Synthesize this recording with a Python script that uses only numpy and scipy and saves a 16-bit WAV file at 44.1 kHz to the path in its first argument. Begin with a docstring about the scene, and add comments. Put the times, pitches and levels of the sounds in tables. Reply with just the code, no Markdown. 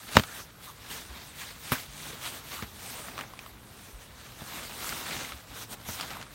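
"""Outdoors, over faint open air and a low wavering hum (perhaps a far engine), a kneeling man
stuffs a rolled bag into a nylon sack on a plastic tarp. He slaps it hard once, then again more
lightly about a second and a half later: the tight cloth smacks and the padding thuds. As he presses
and turns it, the nylon swishes and the folds crumple. Near 3 s several folds snap over.
From about 4.5 s he pushes harder, with soft thuds and more snaps."""
import sys
import numpy as np
from scipy import signal
from scipy.io import wavfile

SR = 44100
rng = np.random.default_rng(int(sys.argv[2]) if len(sys.argv) > 2 else 0)


def digitize_waveform(pressure):
    """Quantize a signal to 16-bit integers and store it at the path in sys.argv[1].

    Rows of a 2-D input are taken as channels; values are limited to [-1, 1].
    """
    field = np.atleast_2d(pressure).T
    bounded = np.clip(field, -1, 1)
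    quanta = np.round(bounded * 32767).astype(np.int16)
    wavfile.write(sys.argv[1], SR, quanta)


N = 279774
TIME = np.arange(N) / SR


def from_db(db):
    """Turn decibels into a number to multiply by."""
    return 10 ** (np.asarray(db) / 20)


def rms_one(x):
    """Scale a sound so that its average strength (rms) is 1."""
    return x / np.sqrt(np.mean(x ** 2) + 1e-20)


def butter(x, hz, kind, order=2):
    """Filter a sound, keeping its "low" part, its "high" part or a "band"."""
    sections = signal.butter(order, np.clip(hz, 10, .45 * SR), kind, fs=SR, output="sos")
    return signal.sosfilt(sections, x + 1e-18)


def drift(rate):
    """A random wobble of about size 1 that changes about `rate` times a second."""
    step, warm_up = 40, 2000
    pole = np.exp(-2 * np.pi * rate * step / SR)
    noise = rng.standard_normal(N // step + warm_up + 2)
    slow = signal.lfilter([1], [1, -2 * pole, pole * pole], noise)[warm_up:]
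    return np.interp(np.arange(N) / step, np.arange(len(slow)), rms_one(slow))


def dying(t, t60):
    """Fade away by 60 dB in t60 seconds, the "fade time"."""
    return np.exp(-np.log(1000) * t / t60)


def add(out, start_s, sound):
    """Mix a sound in at the given time."""
    at = round(start_s * SR)
    out[at:at + len(sound)] += sound[:N - at]


def coloured(noises, tone, flicker_db, flicker_rate):
    """Shape two noises to a tone: they take turns feeding narrow bands that each flicker."""
    edges = 22 * 2 ** (np.arange(40) / 4)   # Hz, a quarter octave apart
    hz, db = np.transpose(tone)
    out = 0
    for k, (low, high) in enumerate(zip(edges, edges[1:])):
        level_db = np.interp(np.log(low * high) / 2, np.log(hz), db)
        band = butter(noises[k % 2], [low, high], "band")
        out = out + band * from_db(level_db + flicker_db * drift(flicker_rate))
    return rms_one(out)


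# The tone of the open air: (frequency [Hz], relative level [dB])
AIR_TONE = [(25, -8), (55, 2), (110, -2), (200, -6.5), (400, -13.5), (1200, -15.5), (4000, -29.5),
            (15000, -36)]


def open_air():
    """The outdoor air makes a faint, low rumble."""
    noises = rng.standard_normal((2, N))
    return from_db(-53) * coloured(noises, AIR_TONE, flicker_db=1.5, flicker_rate=2.1)


# Moments when the hum swells and bends: (middle [s], half-width [s], pitch [Hz], level [dB])
HUM_SWELLS = [(2.03, .2, 145.8, -49), (5.5, 0.086, 99.6, -55), (5.64, .06, 112, -48)]


def far_hum():
    """One low note, perhaps a far engine, wavers in pitch and loudness."""
    rest_hz, rest_db = 114, -62
    hz, db = rest_hz, rest_db
    for middle, width, swell_hz, swell_db in HUM_SWELLS:
        swell = np.exp(-((TIME - middle) / width) ** 2)
        hz = hz + swell * (swell_hz - rest_hz)
        db = db + swell * (swell_db - rest_db)
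    loudness = from_db(db + 2 * drift(5.5))
    wavering_hz = hz * (1 + 0.0282 * drift(6.9))
    return loudness * np.sin(2 * np.pi * np.cumsum(wavering_hz) / SR)


# Weight shifting on the ground: (time [s], level [dB], pitch [Hz])
BUMPS = [(1.09, -39.5, 62), (1.88, -44, 52), (2.62, -41, 58.3), (3.93, -37, 47), (4.09, -48, 55),
         (5.33, -42, 66), (5.49, -46, 55), (5.873, -38, 83)]


def ground_bumps():
    """Knees and bundle settle on the ground with a soft, deep bump."""
    out, t = np.zeros(N), TIME[:SR // 3]
    rise = t / 0.015   # loudest after 15 ms
    for start, db, hz in BUMPS:
        add(out, start, from_db(db) * rise * np.exp(1 - rise) * np.sin(2 * np.pi * hz * t))
    return out


# A hand dragging on tight cloth: (middle [s], length [s], level [dB], pitch [Hz])
SCUFFS = [(0.319, 0.17, -50, 1540), (0.395, .1, -48.5, 1240), (0.693, 0.076, -47.5, 1110),
          (1.415, 0.12, -48, 2090), (1.758, 0.037, -39, 1710), (2.266, 0.075, -42.5, 3600),
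          (2.586, 0.091, -45, 1200), (5.075, 0.044, -41, 1550), (5.116, 0.035, -42, 2150),
          (6.15, 0.084, -49, 1140)]


def hand_scuffs():
    """Rubbing noise swells and fades, and the stretched patch gives it a rough pitch."""
    out = np.zeros(N)
    for middle, length, db, hz in SCUFFS:
        swell = signal.windows.hann(round(length * SR))
        scrape = rms_one(butter(rng.standard_normal(len(swell)), [hz / 1.18, hz * 1.16], "band"))
        add(out, middle - length / 2, from_db(db) * swell * scrape)
    return out


# Folds that snap over: (time [s], peak level [dB], ringing pitch [Hz])
SNAPS = [(0.2361, -24, 1390), (3.084, -28, 1300), (3.179, -23, 1220), (3.19, -24.5, 1310),
         (3.21, -22.5, 2050), (3.336, -33.5, 1170), (3.391, -28, 2700), (3.462, -33.5, 1250),
         (4.844, -26, 1370), (4.892, -18.5, 4240), (4.925, -23.5, 1600), (4.968, -29, 1640),
         (5.248, -26.5, 2230), (5.321, -26, 1470), (5.999, -23, 1380), (6.01, -21, 5000),
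         (6.105, -27.5, 1510), (6.169, -26, 1120), (6.214, -28, 1670), (6.227, -26.5, 2530)]


def fold_snaps():
    """A fold buckles with a crack, the cloth beside it rings briefly, and a short fizz follows."""
    out, t = np.zeros(N), TIME[:SR // 16]
    for start, peak_db, hz in SNAPS:
        buckle = rng.standard_normal(len(t)) * (dying(t, t60=0.0067) + 0.25 * dying(t, t60=0.063))
        crack = butter(buckle, [900, 3600], "band", order=1)
        ring = butter(buckle, [hz / 1.17, hz], "band", order=1)
        snap = butter(crack + 2.1 * ring, 2.8 * hz, "low", order=1)
        add(out, start, from_db(peak_db) * snap / np.abs(snap).max())
    return out


def slips(per_s, spread_db):
    """Cloth slips in tiny clicks at random moments, most small and a few large."""
    sizes = from_db(spread_db * np.minimum(rng.exponential(1, N), 4))
    signs = rng.choice([-1, 1], N)
    happens = rng.random(N) < per_s / SR
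    return rms_one(sizes * signs * happens)


def rubbing(tone, slips_per_s, spread_db, hiss, jerk_db, jerk_rate, flicker_db):
    """Rubbing cloth mixes tiny slips with the hiss of its weave; jerks make both swell and dip."""
    jerks = from_db(jerk_db * drift(jerk_rate))
    noises = [jerks * (slips(slips_per_s, spread_db) + hiss * rng.standard_normal(N)) for _ in range(2)]
    return coloured(noises, tone, flicker_db, flicker_rate=13)


# The tone of crumpling folds: (frequency [Hz], relative level [dB])
CRUMPLE_TONE = [(50, -4.5), (110, -2), (220, 0.5), (400, -4.5), (650, -2.5), (1300, -1), (2200, -3),
                (3100, -5), (3900, -3), (5000, -12), (8000, -14), (15000, -39)]


def crumpling_folds(level_db, slack_db):
    """Folds crumple coarsely; the slacker the cloth, the more lows and the fewer highs."""
    folds = rubbing(CRUMPLE_TONE, slips_per_s=1000, spread_db=4, hiss=0.99,
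                    jerk_db=1.5, jerk_rate=37, flicker_db=1.5)
    lows = butter(folds, 1380, "low", order=1)
    highs = folds - lows
    return from_db(level_db) * (lows * from_db(0.75 * slack_db) + highs * from_db(-0.75 * slack_db))


# The tone of sliding nylon: (frequency [Hz], relative level [dB])
SWISH_TONE = [(300, -8.5), (1500, -5), (3800, 1), (5000, -2), (6300, 1), (7400, -4), (8700, 1.1),
              (10500, -5.5), (12200, -1), (15500, -4.5)]


def sliding_nylon(level_db):
    """Nylon slides in so many small slips that they blur into a fine, bright hiss."""
    return from_db(level_db) * rubbing(SWISH_TONE, slips_per_s=9000, spread_db=1, hiss=1.3,
                                       jerk_db=-0.04, jerk_rate=65, flicker_db=2.5)


# Pushes and pulls on the sack:
# (fastest moment [s], rise [s], fall [s], folds level [dB], nylon level [dB], slack [dB])
STROKES = [(0.05, .1, 0.08, -51, -50.5, 1), (0.15, 0.053, 0.082, -38, -40.5, -2.5),
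           (0.385, 0.16, 0.061, -47, -44.5, 2), (0.65, 0.046, 0.081, -51, -49.5, -2),
           (0.87, .11, .05, -51, -51.5, -2.5), (0.92, 0.026, 0.11, -40.5, -40, -0.5),
           (1.155, 0.076, 0.059, -46.5, -53, 0.5), (1.24, 0.11, 0.11, -51.5, -49.5, -3),
           (1.415, 0.066, 0.13, -46.5, -44, -8.5), (1.74, 0.12, 0.11, -43, -40.5, -5),
           (1.97, 0.085, 0.16, -49.5, -50, -6), (2.09, 0.12, .15, -44.5, -45.5, 3),
           (2.236, 0.027, 0.069, -45, -45.5, -7), (2.275, 0.059, 0.045, -44.5, -43, -6.5),
           (2.36, 0.077, .045, -43.5, -44, 2.5), (2.55, 0.11, 0.11, -44.5, -43, -3),
           (2.9, 0.15, 0.18, -46.5, -42.5, 1.5), (3.07, 0.16, 0.15, -47, -49.5, 6),
           (3.19, 0.034, 0.07, -45.5, -51, 10.5), (3.42, .2, 0.18, -57, -55.5, 7),
           (3.86, 0.19, 0.094, -53.5, -51.5, 3), (4.03, 0.045, .05, -57, -53.5, -5),
           (4.25, 0.15, 0.13, -52, -53.5, -2), (4.6, 0.18, 0.15, -41, -43.5, 1),
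           (4.88, 0.14, 0.18, -40, -39, 3.5), (5.15, 0.23, 0.18, -38, -41, 0.5),
           (5.57, 0.093, .07, -46.5, -48.5, 2), (5.632, 0.074, 0.021, -53, -41.5, 8),
           (5.736, 0.039, 0.014, -45.5, -40.5, 9.5), (5.82, .08, .08, -51.5, -58, 4),
           (5.895, 0.039, 0.12, -44.5, -40.5, -1.5), (6.01, 0.07, 0.16, -41.5, -47, 0),
           (6.17, 0.21, .09, -46.5, -54, 6.5), (6.34, 0.037, .05, -52.5, -53.5, -1)]


def sack_rustle():
    """Each push swells the crumple and the swish; the strongest push has most say in the slack."""
    # The cloth stirs a little even while it is only held.
    folds_power = np.full(N, from_db(-58.5) ** 2)
    nylon_power = np.full(N, from_db(-61) ** 2)
    slack_sum = folds_power * 3   # 3 dB of slack at rest
    for fastest, rise, fall, folds_db, nylon_db, slack_db in STROKES:
        away = np.clip(np.maximum((fastest - TIME) / rise, (TIME - fastest) / fall), 0, 10)
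        swell_db = -9 * away ** 1.6   # a rounded top, 9 dB down one rise or fall away
        power = from_db(folds_db + swell_db) ** 2
        folds_power += power
        slack_sum += power * slack_db
        nylon_power += from_db(nylon_db + swell_db) ** 2
    crumple = crumpling_folds(10 * np.log10(folds_power), slack_sum / folds_power)
    return crumple + sliding_nylon(10 * np.log10(nylon_power))


def struck(notes, t, contact_s):
    """A quick push sets several notes ringing; neighbouring notes swing opposite ways."""
    detune = rng.normal(1, .008, len(notes))
    rings = sum((-1) ** k * from_db(db) * dying(t, t60) * np.sin(2 * np.pi * hz * detune[k] * t)
                for k, (hz, db, t60) in enumerate(notes))
    return rings * (1 - np.exp(-t / contact_s))


# The notes of the soft padding: (pitch [Hz], relative level [dB], fade time [s])
PADDING_NOTES = [(67.4, -8, 0.064), (142, -3, 0.071), (142.8, -5, 0.085), (199.5, 3.5, 0.018),
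                 (271.6, -11, 0.077), (345, -17, 0.055), (491, -18.5, 0.045), (625, -7.5, 0.035)]
# The notes of the sack's tight skin: (pitch [Hz], relative level [dB], fade time [s])
SKIN_NOTES = [(596, 0, 0.013), (935, -3.5, 0.018), (1257, 5, 0.0073), (1970, -8.5, 0.0098),
              (2850, -3, 0.0097), (3690, -8, 0.01), (4670, -18, 0.01)]
CREASE_LEAD_S = 0.001408   # the cloth gives just before the padding takes the blow


def sack_hit(thud_db, smack_db, crease_db, t60, brightness):
    """The cloth creases in a burst, then the skin smacks and the padding thuds beneath it."""
    t = TIME[:SR // 3]
    noise = rng.standard_normal(len(t))
    dull = butter(butter(noise, [700, 3200], "band", order=1), 9000, "low")
    bright = butter(noise, 3000, "high", order=1)
    crease = from_db(crease_db) * rms_one(dull + brightness * bright) * dying(t, t60)
    since_hit = np.maximum(t - CREASE_LEAD_S, 0)
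    thud = from_db(thud_db) * struck(PADDING_NOTES, since_hit, contact_s=0.0003)
    smack = from_db(smack_db) * struck(SKIN_NOTES, since_hit, contact_s=0.00045)
    return crease + thud + smack


# Blows on the sack: (time [s], thud [dB], smack [dB], crease [dB], crease fade time [s],
# crease brightness [0-1], first bounce [dB], time between bounces [s], loss per bounce [dB])
BLOWS = [(0.1553, -19.5, -35, -27.5, 0.089, 0, -46, 0.0063, 5),
         (0.1688, -6, 0.5, -11, 0.034, .15, -20.5, 0.0093, -1),
         (1.7196, -17.5, -17, -23, 0.096, 0.51, -23.5, 0.008, 7),
         (2.625, -27, -30.5, -34, 0.042, 0.2, -35.5, 0.0093, 7),
         (4.419, -31.5, -47, -41, .04, 0.3, -48, .009, 1), (5.164, -34, -46, -37, 0.055, .2, -47, .009, 3),
         (5.888, -30, -53, -38, 0.1, .4, -44, 0.0088, 8)]


def hand_blows():
    """A hand lands on the sack and the bundle bounces three times, usually weaker each time."""
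    out = np.zeros(N)
    for lands, thud_db, smack_db, crease_db, t60, brightness, bounce_db, gap, loss_db in BLOWS:
        start = lands - CREASE_LEAD_S
        add(out, start, sack_hit(thud_db, smack_db, crease_db, t60, brightness))
        for k in range(3):
            db = bounce_db - loss_db * k
            add(out, start + (k + 1) * gap, sack_hit(db, db - 3, db - 3.5, t60, brightness))
    return out


def scene():
    """Everything adds up in one channel, with no echo in the open air."""
    background = open_air() + far_hum() + ground_bumps()
    sack = hand_scuffs() + fold_snaps() + sack_rustle() + hand_blows()
    return (background + sack)[None]


def record(dry):
    """The microphone loses the deepest bass, overloads on the hardest slap and cuts the top treble."""
    clipped = np.clip(butter(dry, 41, "high"), -1, 1)
    treble_cut = signal.ellip(12, .1, 90, 15900, fs=SR, output="sos")   # steep, above 15900 Hz
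    return signal.sosfilt(treble_cut, clipped)


dry = scene()
out = record(dry)
digitize_waveform(out)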